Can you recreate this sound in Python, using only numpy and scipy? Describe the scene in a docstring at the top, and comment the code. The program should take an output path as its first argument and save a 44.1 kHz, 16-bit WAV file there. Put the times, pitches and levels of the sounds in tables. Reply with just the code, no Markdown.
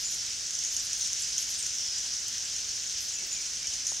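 """Swiftlets in a cave mouth

A colony echolocates with short pips near 6 kHz, which superpose into a rain-like patter and a hiss.
A few birds click close by; others chirp, twitter, squeal and rattle in brief, gliding tones.
Reflections from the rock prolong the calls, over a low rumble of air and a few soft knocks and scuffs."""
import sys
import numpy as np
from scipy import signal
from scipy.fft import rfft, irfft
from scipy.io import wavfile
from scipy.ndimage import uniform_filter1d

SR = 44100
rng = np.random.default_rng(int(sys.argv[2]) if len(sys.argv) > 2 else 0)


def waveform_to_disk(signal):
    """Save audio, clipped to [-1, 1], as 16-bit WAV at the path in sys.argv[1]."""
    frames = np.transpose(np.atleast_2d(signal))
    scaled = np.clip(frames, -1, 1) * 32767
    samples = np.round(scaled).astype(np.int16)
    wavfile.write(sys.argv[1], SR, samples)


N = 176400
TIME = np.arange(N) / SR
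SIDE_DB = -11  # side relative to middle, for the birds and their echoes
WAVER = .024  # rms pitch deviation of a call, as a fraction


def amp(db):
    """Decibels to amplitude ratio."""
    return 10 ** (np.asarray(db) / 20)


def unit(x):
    """Normalisation to an rms of 1."""
    return x / np.sqrt(np.mean(x ** 2) + 1e-20)


def curve_at(points, hz):
    """Interpolation on a logarithmic frequency axis."""
    f, value = np.transpose(points)
    return np.interp(np.log(hz + 1), np.log(f + 1), value)


def add(mix, start, sound):
    """Superposition: a sound joins the mix at a time in seconds."""
    part = mix[..., max(round(start * SR), 0):][..., :sound.shape[-1]]
    part += sound[..., :part.shape[-1]]


def stereo(mid, side):
    """Sum and difference of middle and side give left and right."""
    return np.array([mid + side, mid - side])


def filtered(x, gains):
    """Linear filtering: each frequency is scaled by a gain curve in dB."""
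    return irfft(rfft(x) * amp(curve_at(gains, np.fft.rfftfreq(N, 1 / SR))), N)


def noise(spectrum, patch_db=0, flicker_db=0):
    """Modulated noise of rms 1: its level drifts in patches of the spectrum and flickers as a whole."""
    bands = signal.stft(filtered(rng.standard_normal(N), spectrum), nperseg=256, noverlap=192)[2]
    patches = uniform_filter1d(rng.standard_normal(bands.shape), size=5, axis=0)
    patches = unit(uniform_filter1d(patches, size=28, axis=1))
    flicker = unit(uniform_filter1d(rng.standard_normal(bands.shape[1]), size=24))
    bands *= amp(patch_db * patches + flicker_db * flicker)
    return unit(signal.istft(bands, nperseg=256, noverlap=192)[1][:N])


def reflections(mid, side):
    """A diffuse stereo impulse response, normalised to unit energy in the middle."""
    return stereo(mid, amp(SIDE_DB) * side) / np.linalg.norm(mid)


# Each row: frequency in Hz, time to decay by 60 dB in seconds.
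REVERB_TIMES = [(500, 3.1), (3000, 1.8), (6000, 0.87), (12000, 0.46)]
def cave(x, wet_db):
    """Reverberation: diffuse reflections decay exponentially, fastest in the treble."""
    hz, t, bands = signal.stft(rng.standard_normal((2, SR)), SR, nperseg=256)
    decay = amp(-60 * t / curve_at(REVERB_TIMES, hz)[:, None])
    tail = reflections(*signal.istft(bands * decay, SR, nperseg=256)[1])
    return x + amp(wet_db) * signal.fftconvolve(np.atleast_2d(x), tail, axes=1)[:, :N]


def ledges(x, direct_db, decay_s=.011):
    """Scattering: ledges around a hidden bird give its call a short, rough trail."""
    t = np.arange(SR // 10) / SR
    trail = reflections(*rng.standard_normal((2, len(t))) * np.exp(-t / decay_s))
    response = trail + amp(direct_db) * (t == 0)
    return signal.fftconvolve(x[None], response, axes=1)[:, :N] / np.hypot(1, amp(direct_db))


# Middle and side spectra of the air. 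Each row: frequency in Hz, relative spectral density in dB.
AIR_MID_SPECTRUM = [(15, -21), (30, -8), (52, -1.5), (100, -4.5), (170, -10), (400, -13.5), (1000, -17),
                    (2000, -17.5), (5000, -52)]
AIR_SIDE_SPECTRUM = [(15, -33), (55, 1), (120, -1.5), (250, 4.5), (500, 7.5), (1000, 9.5), (2000, 5),
                     (5000, -46)]
def air(pan_db=-.5):
    """Decorrelation: independent middle and side noises make the rumble of cave air sound wide."""
    rumble = stereo(amp(-57) * noise(AIR_MID_SPECTRUM), amp(-61.5) * noise(AIR_SIDE_SPECTRUM))
    return rumble * amp([[pan_db / 2], [-pan_db / 2]])


# Each row: frequency as a multiple of the click's pitch, relative level in dB.
CLICK_PARTIALS = [(.5, -18), (1.001, 2), (1.42, -13), (1.93, -25)]
CLICK_LEAD_S = .002  # time before the peak
def click(hz, half_length_s=.00047, rise=.139, sweep_s=.00074, scatter_s=.0057):
    """An echolocation pulse: a few cycles sweep upwards, then scatter from the nearest rock."""
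    t = np.arange(-CLICK_LEAD_S, .03, 1 / SR)
    cycles = np.cumsum(hz * (1 + rise * np.tanh(t / sweep_s))) / SR
    tone = sum(amp(db) * np.sin(2 * np.pi * (k * cycles + rng.random())) for k, db in CLICK_PARTIALS)
    pulse = tone / np.cosh(np.minimum(1.27 * t / half_length_s, 20))
    scatter = reflections(*rng.standard_normal((2, len(t))) * np.exp(-t / scatter_s) * (t > -.001))
    return pulse + amp(-5) * signal.fftconvolve(pulse[None], scatter, axes=1)[:, :len(t)]


# The farthest birds. Each row: frequency in Hz, relative spectral density in dB.
HISS_SPECTRUM = [(300, -47), (1100, -30.5), (1500, -17.5), (2400, -15), (3100, -10), (3900, -10),
                 (4700, -5.5), (5800, -1), (6550, -4), (7900, -12.5), (9200, -20.5), (10500, -27),
                 (13000, -33), (15500, -36.5)]
# Each row: time in seconds, gain of the whole colony in dB.
COLONY_SWELL = [(0, 0), (.3, 1), (.44, -1), (.6, 0.1), (1.25, 1), (1.8, 0.54), (2.1, 0.2), (2.6, 0),
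                (3.0, 0), (3.2, -0.8), (3.6, -0.3), (4, -0.5)]
def colony(voices=40, pairs_per_s=300, centre_hz=5956, pair_gap_s=.016):
    """Incoherent summation: randomly timed click pairs form a patter, and the farthest merge into hiss."""
    patter = np.zeros((2, N))
    for detune in rng.permutation(np.linspace(-.089, .089, voices)):
        onsets = rng.random(N) < pairs_per_s / voices / SR
        train = onsets * amp(3.9 * np.minimum(rng.exponential(1, N), 3))
        gap = round(pair_gap_s * rng.uniform(.5, 1.5) * SR)
        pairs = amp(-7.5) * train + np.roll(train, gap)  # the first of a pair is weaker
        pan = rng.uniform(-1.05, 1) * amp(SIDE_DB)
        clicks = signal.oaconvolve(pairs[None], click(centre_hz * (1 + detune)), axes=1)[:, :N]
        patter += stereo(1, pan)[:, None] * clicks
    hiss = stereo(noise(HISS_SPECTRUM, patch_db=1.06, flicker_db=.5), amp(SIDE_DB) * noise(HISS_SPECTRUM))
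    swell = amp(np.interp(TIME, *np.transpose(COLONY_SWELL)))
    return swell * (amp(-36.5) * hiss + amp(-39) * unit(cave(patter, wet_db=-4.5)))


def whistle(length, start_hz, end_hz, waver=WAVER, overtone_db=-60):
    """Frequency modulation: a tone glides and wavers, with a weak partial a fifth above."""
    progress = np.linspace(0, 1, max(round(length * SR), 2))
    wobble = unit(uniform_filter1d(rng.standard_normal(SR // 2), size=30))[:len(progress)]
    hz = (start_hz + (end_hz - start_hz) * progress) * (1 + waver * wobble)
    phase = 2 * np.pi * np.cumsum(hz) / SR
    envelope = np.sqrt(abs(np.sin(np.pi * progress)))
    return envelope * (np.sin(phase) + amp(overtone_db) * np.sin(3 * phase / 2))


def chirps(per_s=70, centre_hz=6250, mean_length_s=.006, max_glide=.12):
    """A random point process: tiny rising or falling chirps arrive from all over the roof."""
    out = np.zeros((2, N))
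    for when, size, slope, pan in rng.random((round(per_s * N / SR), 4)):
        hz = centre_hz * np.exp(.08 * rng.standard_normal())
        note = whistle(mean_length_s * (.5 + rng.random()), hz, hz * (1 + max_glide * (1 - 2 * slope)))
        balance = stereo(.92, (2 * pan - 1) * amp(SIDE_DB))[:, None]
        add(out, when * N / SR, amp(-33.5) * size * balance * note)
    return cave(out, wet_db=-4.5)


# Twitters, faint high overtones of calls (near 15 kHz) and the bright top edge of a close click (2.28 s).
# Each row: start in seconds, length in seconds, centre frequency in Hz, level in dB.
TREBLE_SOUNDS = [(0, .035, 11600, -47.5), (.10, 0.028, 11700, -49), (0.144, 0.014, 10000, -43),
                 (.718, 0.013, 12200, -50), (0.734, 0.0168, 10840, -43), (.815, 0.055, 11000, -49),
                 (0.845, .015, 9600, -41.5), (.97, .035, 15200, -54), (1.19, 0.04, 10000, -43.5),
                 (1.383, 0.033, 11800, -47.5), (1.405, 0.023, 10600, -43), (1.486, 0.043, 10800, -46),
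                 (1.74, .04, 15000, -55), (2.278, .006, 10650, -42), (2.994, 0.052, 11200, -46.5),
                 (3.03, .04, 13600, -54), (3.253, 0.028, 15100, -54), (3.26, .016, 12700, -53),
                 (3.305, 0.027, 10500, -54), (3.897, .02, 10200, -51)]
def bird_treble(fall=.13, rasp=.078):
    """Spectral broadening: fast, random frequency modulation roughens the birds' highest sounds."""
    out = np.zeros((2, N))
    for start, length, hz, db in TREBLE_SOUNDS:
        glide = whistle(length, hz * (1 + fall / 2), hz * (1 - fall / 2), rasp)
        add(out, start, amp(db) * ledges(glide, direct_db=0))
    return cave(out, wet_db=-2.5)


# Each row: start in seconds, length in seconds, first and last pitch in Hz, level in dB.
SQUEAL_NOTES = [(0.034, 0.055, 7100, 6850, -32.5), (.532, 0.028, 6620, 6120, -29),
                (.635, 0.041, 6300, 6750, -32.5), (.683, 0.02, 7020, 7350, -35),
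                (0.973, 0.026, 9200, 8160, -39), (1.005, 0.027, 6700, 5790, -29.5),
                (1.028, 0.0193, 5900, 5270, -35), (1.212, 0.022, 7600, 7080, -37),
                (1.579, 0.03, 8880, 7600, -37), (3.135, 0.025, 6950, 6760, -34),
                (3.307, 0.045, 7050, 6830, -32), (3.88, 0.032, 6840, 6560, -31),
                (3.905, 0.015, 8800, 8600, -41.5), (3.94, .016, 6800, 6750, -37)]
def squeals():
    """Shallow pitch modulation keeps these gliding calls narrow in band, so they sound tonal."""
    out = np.zeros((2, N))
    for start, length, start_hz, end_hz, db in SQUEAL_NOTES:
        note = whistle(length, start_hz, end_hz, overtone_db=-22)
        add(out, start, amp(db) * ledges(note, direct_db=0))
    return cave(out, wet_db=-1)


# Each row: time of the crest in seconds, level in dB.
BURST_CRESTS = [(.118, -32.5), (.137, -38), (.965, -46), (1.04, -32.5), (1.29, -35), (1.33, -34),
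                (1.505, -35.5), (1.555, -37), (2.138, -35.5), (3.09, -36), (3.33, -41), (3.467, -41),
                (3.57, -42), (3.728, -35), (3.852, -38)]
# Each row: frequency in Hz, relative spectral density in dB.
BURST_SPECTRUM = [(2000, -29.5), (4000, -10), (5300, -4), (6200, 5.5), (7000, -5), (8000, -15), (9300, -12),
                  (12000, -32), (16000, -42)]
def click_bursts(rise_s=.0034, fall_s=.018):
    """Multipath propagation: clicks from mid-cave arrive as clouds of reflections whose powers add."""
    power = sum(amp(2 * db) * np.exp(-np.maximum((crest - TIME) / rise_s, (TIME - crest) / fall_s))
                for crest, db in BURST_CRESTS)
    return np.sqrt(power) * stereo(noise(BURST_SPECTRUM), amp(SIDE_DB) * noise(BURST_SPECTRUM))


# Each row: time of the peak in seconds, level in dB, pitch in Hz, left minus right in dB.
NEAR_CLICKS = [(.2973, -33, 7300, -2), (0.4692, -32, 7600, 0), (0.5081, -22, 6620, 0),
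               (.5524, -24, 6040, 4), (.5900, -19.5, 5890, -3), (0.6387, -23, 6320, 0),
               (0.65, -21.5, 6480, 1), (.7666, -16.5, 6400, -3), (.7972, -27, 7250, 0),
               (.9321, -18, 6120, -1), (1.0116, -21.5, 6360, 2), (1.022, -25, 6040, 6),
               (1.0736, -27, 7600, 0), (1.1320, -18, 6190, -3), (1.2232, -25.5, 7200, 0),
               (1.3817, -14.3, 6250, -1), (1.4218, -30, 7500, 0), (1.4280, -25, 6280, 0),
               (1.5435, -30, 7900, 0), (1.627, -23.5, 7000, 0), (1.663, -22.5, 6440, 0),
               (1.6662, -20.5, 6400, 0), (1.7515, -22.5, 6000, 0), (1.7856, -23, 5800, -1),
               (1.9845, -28, 6960, 0), (2.2830, -26, 7100, -2), (2.3820, -22, 6040, 0),
               (2.5640, -24, 6320, -4), (3.1538, -29, 7030, -2), (3.6703, -23, 6300, -2),
               (3.6727, -20, 6050, 0), (3.8689, -19.5, 6350, 0), (3.8717, -19, 6100, 0),
               (3.88, -25, 6400, -6)]
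def close_clicks():
    """Direct sound outweighs reverberation for birds passing close by, so each click stands out."""
    out = np.zeros((2, N))
    for peak, db, hz, pan_db in NEAR_CLICKS:
        add(out, peak - CLICK_LEAD_S, amp([[db + pan_db / 2], [db - pan_db / 2]]) * click(hz))
    return cave(out, wet_db=-5.5)


# One row: start in seconds, length in seconds, first and last pitch in Hz, initial level in dB.
RATTLE_RUN = (1.765, .21, 5800, 4850, -28.5)
def rattle(per_s=110, note_s=.003, fade_db=-1.5):
    """A pulse train: one bird runs its clicks together on a falling pitch."""
    start, length, start_hz, end_hz, db = RATTLE_RUN
    out = np.zeros(N)
    for progress in np.arange(0, 1, 1 / (per_s * length)):
        hz = (start_hz + (end_hz - start_hz) * progress) * (1 + WAVER * rng.standard_normal())
        onset = start + progress * length + rng.random() / per_s / 2
        add(out, onset, amp(db + fade_db * progress) * whistle(note_s, hz, hz))
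    return cave(ledges(out, direct_db=-1), wet_db=-4)


# Each row: time of the peak in seconds, level in dB, pitch in Hz.
KNOCK_PULSES = [(2.063, -40.5, 850), (3.921, -33, 770)]
def knocks(half_length_s=.0006):
    """A short pulse has a broad spectrum: a cycle or two of tone is heard as a dull knock."""
    out = np.zeros(N)
    t = np.arange(-.005, .005, 1 / SR)
    envelope = np.exp(-(t / half_length_s) ** 2)
    for peak, db, hz in KNOCK_PULSES:
        add(out, peak + t[0], -amp(db) * np.cos(2 * np.pi * hz * t) * envelope)
    return out


# Each row: time of the crest in seconds, time to fall 9 dB in seconds, level in dB, centre in Hz.
SCUFF_PUFFS = [(2.07, 0.028, -64, 880), (3.24, 0.04, -58.5, 400)]
# Each row: frequency as a multiple of the centre, relative spectral density in dB.
SCUFF_SPECTRUM = [(.25, -10), (1, -1), (2, -9), (8, -50)]
def scuffs():
    """A low band of noise under a Gaussian envelope is heard as a brief, dull scuff."""
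    out = np.zeros(N)
    for crest, width, db, hz in SCUFF_PUFFS:
        envelope = amp(db - 9 * np.minimum(((TIME - crest) / width) ** 2, 20))
        out += envelope * noise([(k * hz, level) for k, level in SCUFF_SPECTRUM])
    return out


# Each row: start in seconds, length in seconds, first and last pitch in Hz, level in dB.
FAR_NOTES = [(3.151, .04, 2560, 2680, -47), (3.175, 0.06, 2270, 2160, -48), (3.3, 0.1, 2620, 2200, -50),
             (3.594, .085, 2480, 2170, -50), (3.765, 0.041, 2200, 2100, -50)]
def far_bird():
    """Reflected sound outweighs direct sound, blurring the lower calls of a distant bird."""
    out = np.zeros((2, N))
    for start, length, start_hz, end_hz, db in FAR_NOTES:
        note = whistle(length, start_hz, end_hz, waver=.035)
        add(out, start, amp(db) * ledges(note, direct_db=-1))
    return cave(out, wet_db=-4)


def scene():
    """Superposition: the pressures of air, birds, knocks and scuffs add."""
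    return (air() + colony() + chirps() + bird_treble() + squeals() + click_bursts() + close_clicks()
            + rattle() + knocks() + scuffs() + far_bird())


# Each row: frequency in Hz, gain of the side signal in dB.
STEREO_WIDTH = [(100, 5.5), (500, 3.5), (1000, 0.5), (2200, 3), (5000, -0.5), (9000, 1), (11500, -15.5)]
def record(dry, cutoff_hz=15850):
    """Filtering the side signal widens the bass and narrows the top treble; a low-pass limits the band."""
    side = filtered((dry[0] - dry[1]) / 2, STEREO_WIDTH)
    lowpass = signal.firwin(1023, cutoff_hz, window=("kaiser", 9), fs=SR)
    return signal.oaconvolve(stereo(dry.mean(0), side), lowpass[None], "same")


dry = scene()
out = record(dry)
waveform_to_disk(out)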